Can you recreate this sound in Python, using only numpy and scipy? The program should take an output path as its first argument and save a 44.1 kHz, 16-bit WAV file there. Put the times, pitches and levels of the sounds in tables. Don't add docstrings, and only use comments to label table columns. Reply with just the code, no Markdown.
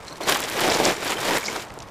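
import sys
import numpy as np
from scipy import signal
from scipy.io import wavfile
from scipy.ndimage import uniform_filter1d

SR = 44100
rng = np.random.default_rng(int(sys.argv[2]) if len(sys.argv) > 2 else 0)


def generate_wav(sig):
    pcm = np.round(np.clip(np.atleast_2d(sig).T, -1, 1) * 32767).astype(np.int16)
    wavfile.write(sys.argv[1], SR, pcm)


def boost_factor(decibels):
    exponent = np.asarray(decibels, float) / 20
    return 10 ** exponent


N = 83790

# (start [s], peak [s], end [s], level [dB], treble lift [dB])
SQUEEZES = [(-.05, 0.042, 0.18, -45.5, -8), (0.137, 0.175, 0.2, -41.5, 3), (0.204, 0.21, 0.27, -38.5, -2),
            (0.25, 0.303, 0.42, -20, 5), (0.337, 0.386, 0.61, -30, -1), (0.394, 0.504, 0.63, -32.5, 7.5),
            (0.537, 0.623, 0.72, -22, 4), (0.683, 0.747, 0.75, -22.5, -1), (0.73, 0.77, 0.85, -27, 2),
            (0.812, 0.85, 0.99, -25, 2.5), (0.9, 0.945, 0.995, -36.5, -2), (0.96, 1.129, 1.153, -25, 3.5),
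            (1.172, 1.208, 1.303, -27, 6), (1.196, 1.267, 1.6, -31, -3), (1.273, 1.363, 1.394, -25.5, 2),
            (1.36, 1.423, 1.43, -33.5, 5.5), (1.47, 1.562, 1.62, -34, 0), (1.553, 1.624, 1.67, -36, 3),
            (1.63, 1.703, 1.77, -49, 0), (1.753, 1.813, 1.78, -43.5, 1)]
# (frequency [Hz], level [dB])
FILM_SPECTRUM = [(250, -22), (500, -6), (1100, -5.5), (2500, -8.5), (4700, -10.5), (7500, -13),
                 (9200, -19.5), (15800, -26)]
# (time [s], peak [dB], centre [Hz], ring [s])
CREASE_SNAPS = [(.004, -40, 6900, 0.0017), (.032, -34, 5500, .005), (.0505, -30, 6000, 0.0065),
                (.104, -38, 8050, .003), (.131, -31, 11000, .003), (.170, -39, 7000, .004),
                (.215, -32, 8000, .003), (.223, -30, 10000, .003), (.236, -20, 7900, 0.0047),
                (.295, -11.5, 4840, 0.021), (.372, -15, 10000, 0.0054), (.404, -10, 10500, 0.004),
                (.419, -16, 9000, .003), (.444, -24, 8000, 0.0046), (.455, -22.5, 7000, 0.0033),
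                (.472, -31, 9000, .004), (.490, -23, 10000, .003), (.499, -16, 10000, .004),
                (.606, -10, 12100, 0.0058), (.856, -9, 3500, 0.006), (.862, -9, 2930, 0.0035),
                (.937, -28, 8000, .004), (1.008, -34, 12000, 0.0027), (1.048, -15, 8900, 0.0036),
                (1.075, -26, 11000, .003), (1.102, -23, 5000, 0.0034), (1.119, -22, 8100, 0.0023),
                (1.187, -27, 6000, .003), (1.194, -31, 9000, 0.0033), (1.249, -19, 8500, 0.0046),
                (1.265, -22, 10000, .004), (1.309, -14, 7800, 0.0057), (1.375, -19, 5000, .003),
                (1.383, -14, 12500, 0.015), (1.399, -20, 11000, 0.0078), (1.539, -32, 9000, .004),
                (1.552, -26, 8000, 0.0046), (1.563, -15.5, 3870, 0.0079), (1.571, -28, 9000, .004),
                (1.614, -34, 6000, .003), (1.703, -30, 4000, .005), (1.740, -29, 8000, 0.003),
                (1.789, -25, 5960, 0.004), (1.803, -25.5, 4200, 0.0099), (1.822, -29, 4900, 0.0097),
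                (1.827, -29, 6440, 0.007), (1.886, -34.5, 5000, .006)]
# (time [s], peak [dB], centre [Hz], ring [s])
FOLD_CRACKS = [(.7005, -9, 5000, .006), (.7065, -15, 5000, .004), (.7235, -14, 4300, .004),
               (.7355, -12, 4200, .005), (.743, -14, 6000, .006), (.7485, -10, 5400, .005),
               (.8488, -13, 6300, .003), (.8533, -2, 6400, .004)]
# (time [s], level [dB])
HAND_PUSH = [(0, -45.5), (0.199, -45), (0.211, -34), (.262, -32.5), (.278, -26), (.48, -34.5),
             (.645, -22.5), (.785, -25.5), (0.801, -25.5), (0.91, -20.5), (0.953, -34), (1.11, -27.5),
             (1.163, -30.5), (1.367, -22), (1.392, -35.5), (1.571, -32), (1.67, -46.5), (1.9, -46.5)]
# (frequency [Hz], level [dB])
CLOTH_SPECTRUM = [(40, -13), (120, -5), (250, -2), (420, 2), (750, -2.5), (1200, -6.5), (2500, -9),
                  (15000, -28.5)]
# (time [s], peak [dB], centre [Hz],
# ring [s])
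CLOTH_THUDS = [(.205, -21.5, 600, 0.035), (.271, -21, 424, 0.013), (1.308, -17.5, 930, 0.015),
               (1.3528, -12, 1485, 0.0015), (1.358, -16, 1490, .0015), (1.3647, -14, 1500, 0.0017),
               (1.3724, -12, 2000, 0.0025), (1.3828, -15, 1800, 0.004), (1.561, -19.5, 895, 0.036),
               (1.775, -26, 530, 0.0026), (1.777, -30.5, 450, 0.01), (1.7815, -30, 603, .002),
               (.232, -24.5, 494, .015)]
# (start [s], length [s], level [dB], first slip rate [1/s], last slip rate [1/s])
SEAM_CREAKS = [
    (.628, .075, -27, 400, 110),
    (.824, 0.084, -25, 230, 180),
    (1.285, .065, -30, 300, 250),
    (.266, .07, -30.5, 380, 200),
]
# (time [s], peak [dB])
SEAM_JERKS = [(0.276, -21), (0.291, -18), (0.2959, -22), (0.3299, -18), (0.3489, -21), (0.5458, -25.5),
              (0.5617, -21), (0.587, -23), (0.5938, -22), (0.6234, -15), (0.6382, -18), (0.6464, -11.5),
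              (0.6521, -12), (0.6577, -10.5), (0.663, -13), (0.6674, -11.5), (0.6799, -13), (0.6885, -17),
              (0.7008, -19), (0.7152, -17), (0.7398, -13), (0.7472, -18), (0.7858, -17), (0.801, -8),
              (0.8074, -12), (0.8127, -11), (0.8166, -14), (0.8216, -13), (0.8471, -10), (0.8636, -12),
              (0.8689, -16), (0.8844, -9), (0.907, -16), (1.0601, -18), (1.1231, -27), (1.3101, -14),
              (1.3528, -13), (1.358, -21), (1.3647, -15), (1.372, -20)]
# (frequency [Hz], level [dB])
SEAM_SPECTRUM = [(40, -22), (100, -11), (400, -1), (800, -1), (1500, -21), (4000, -21), (15000, -35.5)]
# (time [s], peak [dB], centre [Hz], ring [s])
ZIP_TEETH = [(1.441, -22, 5900, 0.0065), (1.448, -22, 5300, 0.0088), (1.456, -19, 6200, 0.013),
             (1.460, -16.5, 4700, 0.013), (1.464, -24, 6500, .008), (1.469, -18, 5940, 0.014),
             (1.481, -19, 6160, 0.013), (1.488, -29, 6000, 0.0088), (1.500, -24, 6060, 0.0093),
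             (1.509, -24, 5900, .005), (1.521, -32, 6460, .005), (1.532, -26, 5960, 0.0076)]
# (time [s], peak [dB])
PULL_TICKS = [(0.07, -38), (.076, -36), (0.081, -25.5), (0.089, -36), (.109, -35), (.120, -33),
              (.126, -28.5), (.138, -43), (.157, -35), (.180, -41), (0.231, -24), (0.236, -28), (.242, -32),
              (0.248, -26)]
# (frequency [Hz], level [dB], T60 [s])
PULL_MODES = [(4170, 3.5, 0.011), (3900, -26, 0.0072), (5900, -6.5, 0.017), (7900, -10, 0.0079),
              (10200, -22, .006)]
# (time [s], peak [dB], frequency [Hz], T60 [s])
BUCKLE_KNOCKS = [
    (1.170, -22, 3130, 0.024),
    (1.431, -21, 2240, 0.022),
    (1.450, -37, 12600, .02),
    (1.483, -12, 2180, 0.017),
]
# (frequency [Hz], level [dB])
HUM_SPECTRUM = [(18, -9), (80, 2), (375, -6), (950, -4), (1800, -15), (2700, -27), (7000, -35),
                (15800, -52)]


def evened(x):
    return x / np.sqrt(np.mean(x ** 2) + 1e-20)


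def colour(x, spectrum):
    hz, db = np.transpose(spectrum)
    bins_hz = abs(np.fft.fftfreq(8192, 1 / SR))
    log_gain = np.interp(np.log(bins_hz + 1), np.log(hz), db) * np.log(10) / 20
    response = np.fft.ifft(np.exp(np.conj(signal.hilbert(log_gain)))).real[:4096]
    return signal.oaconvolve(x, response)[:len(x)]


def drift(span_s):
    t = np.arange(-882, 883) / SR
    return evened(signal.oaconvolve(rng.standard_normal(N), np.exp(-(t / span_s) ** 2), "same"))


def crackle(per_s, spread_db, ring_s, clump_db, clump_s, one_way, tuned):
    patches = 24
    happens = rng.random(N) < per_s / SR
    size = boost_factor(spread_db * np.minimum(rng.exponential(1, N), 3.5)) * happens
    size = size * boost_factor(clump_db * drift(clump_s))
    patch = rng.integers(0, patches, N)
    t = np.arange(600) / SR
    t60_s = ring_s * rng.uniform(0.38, 1.83, (patches, 1))
    rings = rng.standard_normal((patches, 600)) * boost_factor(-60 * t / t60_s)
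    rings = rings / np.linalg.norm(rings, axis=1, keepdims=True) + one_way * (t == 0)
    out = np.zeros(N)
    for k, hz in enumerate(np.geomspace(700, 11500, patches)):
        band = signal.butter(1, [hz / 1.22, hz * 1.22], "band", fs=SR)
        ring = rings[k] + tuned * signal.lfilter(*band, rings[k])
        out += signal.oaconvolve(size * (patch == k), ring)[:N]
    return out


def add(mix, s, sound):
    part = mix[round(s * SR):][:len(sound)]
    part += sound[:len(part)]


def bursts(table, width):
    out, t = np.zeros(N), np.arange(2000) / SR
    for s, db, hz, ring_s in table:
        push = rng.standard_normal(2000) + 7.8 * (t == 0)
        edges_hz = np.clip([hz / (1 + width), hz * (1 + 0.6 * width)], 20, 20000)
        band = signal.butter(3, edges_hz, "band", fs=SR, output="sos")
        x = signal.sosfilt(band, push * boost_factor(-30 * t / ring_s))
        add(out, s, boost_factor(db) * x / abs(x).max())
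    return out


def film():
    gentle_below_db, treble_hz = -43, 8300
    t, out = np.arange(N) / SR, np.zeros(N)
    for gentle, per_s, clump_db in [(False, 4000, 2.0), (True, 1300, 3.0)]:
        clicks = crackle(per_s, spread_db=3.6, ring_s=0.005, clump_db=clump_db, clump_s=0.004,
                         one_way=0.08, tuned=5.5)
        x = evened(colour(clicks, FILM_SPECTRUM))
        treble = signal.sosfilt(signal.butter(3, treble_hz, "high", fs=SR, output="sos"), x)
        body_power, treble_power = np.zeros(N), np.zeros(N)
        for start, peak, end, db, lift_db in SQUEEZES:
            if (db < gentle_below_db) == gentle:
                swell = np.interp(t, [start, peak, end], [0, 1, 0])
                body_power += (boost_factor(db) * swell) ** 2
                treble_power += (boost_factor(db + lift_db) * swell) ** 2
        out += np.sqrt(body_power) * (x - treble) + np.sqrt(treble_power) * treble
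    return out


def creases():
    return bursts(CREASE_SNAPS, width=0.8) + bursts(FOLD_CRACKS, width=0.35)


def cloth():
    push = boost_factor(np.interp(np.arange(N) / SR, *np.transpose(HAND_PUSH)))
    rasp = crackle(3500, spread_db=1.8, ring_s=0.008, clump_db=1.8, clump_s=0.008, one_way=0.5, tuned=0.3)
    return push * evened(colour(rasp, CLOTH_SPECTRUM))


def thuds():
    return bursts(CLOTH_THUDS, width=1.0)


def creaks():
    out = np.zeros(N)
    for s, length_s, db, first_hz, last_hz in SEAM_CREAKS:
        u = np.arange(0, 1, 1 / (SR * length_s))
        luck = rng.standard_normal((2, 9000))
        wander = evened(uniform_filter1d(luck[0], size=150))[:len(u)]
        slip_hz = first_hz * (last_hz / first_hz) ** u * np.exp(0.35 * wander)
        slips = np.diff(np.cumsum(slip_hz) / SR // 1, prepend=0)
        slips = slips * boost_factor(1.7 * luck[1, :len(u)]) * np.sin(np.pi * u ** 0.68) ** 0.26
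        add(out, s, boost_factor(db) * evened(colour(np.pad(slips, (0, 400)), SEAM_SPECTRUM)))
    return out


def jerks():
    out = np.zeros(N)
    push = colour(1.0 * (np.arange(500) == 0), SEAM_SPECTRUM)
    for s, db in SEAM_JERKS:
        add(out, s, boost_factor(db) * push / push.max())
    return out


def zip_teeth():
    return bursts(ZIP_TEETH, width=0.28)


def metal():
    out, t = np.zeros(N), np.arange(2000) / SR
    attack = np.minimum(t / 0.001, 1)
    rings = list(BUCKLE_KNOCKS)
    for s, db in PULL_TICKS:
        rings += [(s, db + mode_db, hz, t60_s) for hz, mode_db, t60_s in PULL_MODES]
    for s, db, hz, t60_s in rings:
        hz = hz * (1 + 0.015 * rng.uniform(-1, 1))
        add(out, s, boost_factor(db - 60 * t / t60_s) * attack * np.sin(2 * np.pi * hz * t))
    return out


def yard(x):
    wall_s, wall_db, tail_db, tail_t60_s = 0.0027, -18.5, -18, 0.044
    t = np.arange(6000) / SR
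    tail = rng.standard_normal(6000) * boost_factor(-60 * t / tail_t60_s) * (t > wall_s)
    response = boost_factor(tail_db) * tail / np.linalg.norm(tail) + (t == 0)
    add(response, wall_s, boost_factor([wall_db]))
    return signal.oaconvolve(x, response)[:N]


def hum():
    level_db = -41.5 + 1.3 * drift(0.012)
    return boost_factor(level_db) * evened(colour(rng.standard_normal(N), HUM_SPECTRUM))


def scene():
    hits = creases() + thuds() + creaks() + jerks() + zip_teeth() + metal()
    x = film() + cloth() + yard(hits) + hum()
    return np.array([x, x])


def top_cut(x):
    return signal.sosfilt(signal.butter(12, 16330, fs=SR, output="sos"), x)


def record(dry):
    edge_hz, left_cut_hz, side_edge_hz = 15250, 92, 940
    dry = signal.oaconvolve(dry, signal.firwin(255, edge_hz, fs=SR)[None], "same")
    left = signal.lfilter(*signal.butter(1, left_cut_hz, "high", fs=SR), dry[0])
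    mid, side = (left + dry[1]) / 2, (left - dry[1]) / 2
    side = signal.oaconvolve(side, signal.firwin(301, side_edge_hz, fs=SR), "same")
    return top_cut(np.array([mid + side, mid - side]))


dry = scene()
out = record(dry)
generate_wav(out)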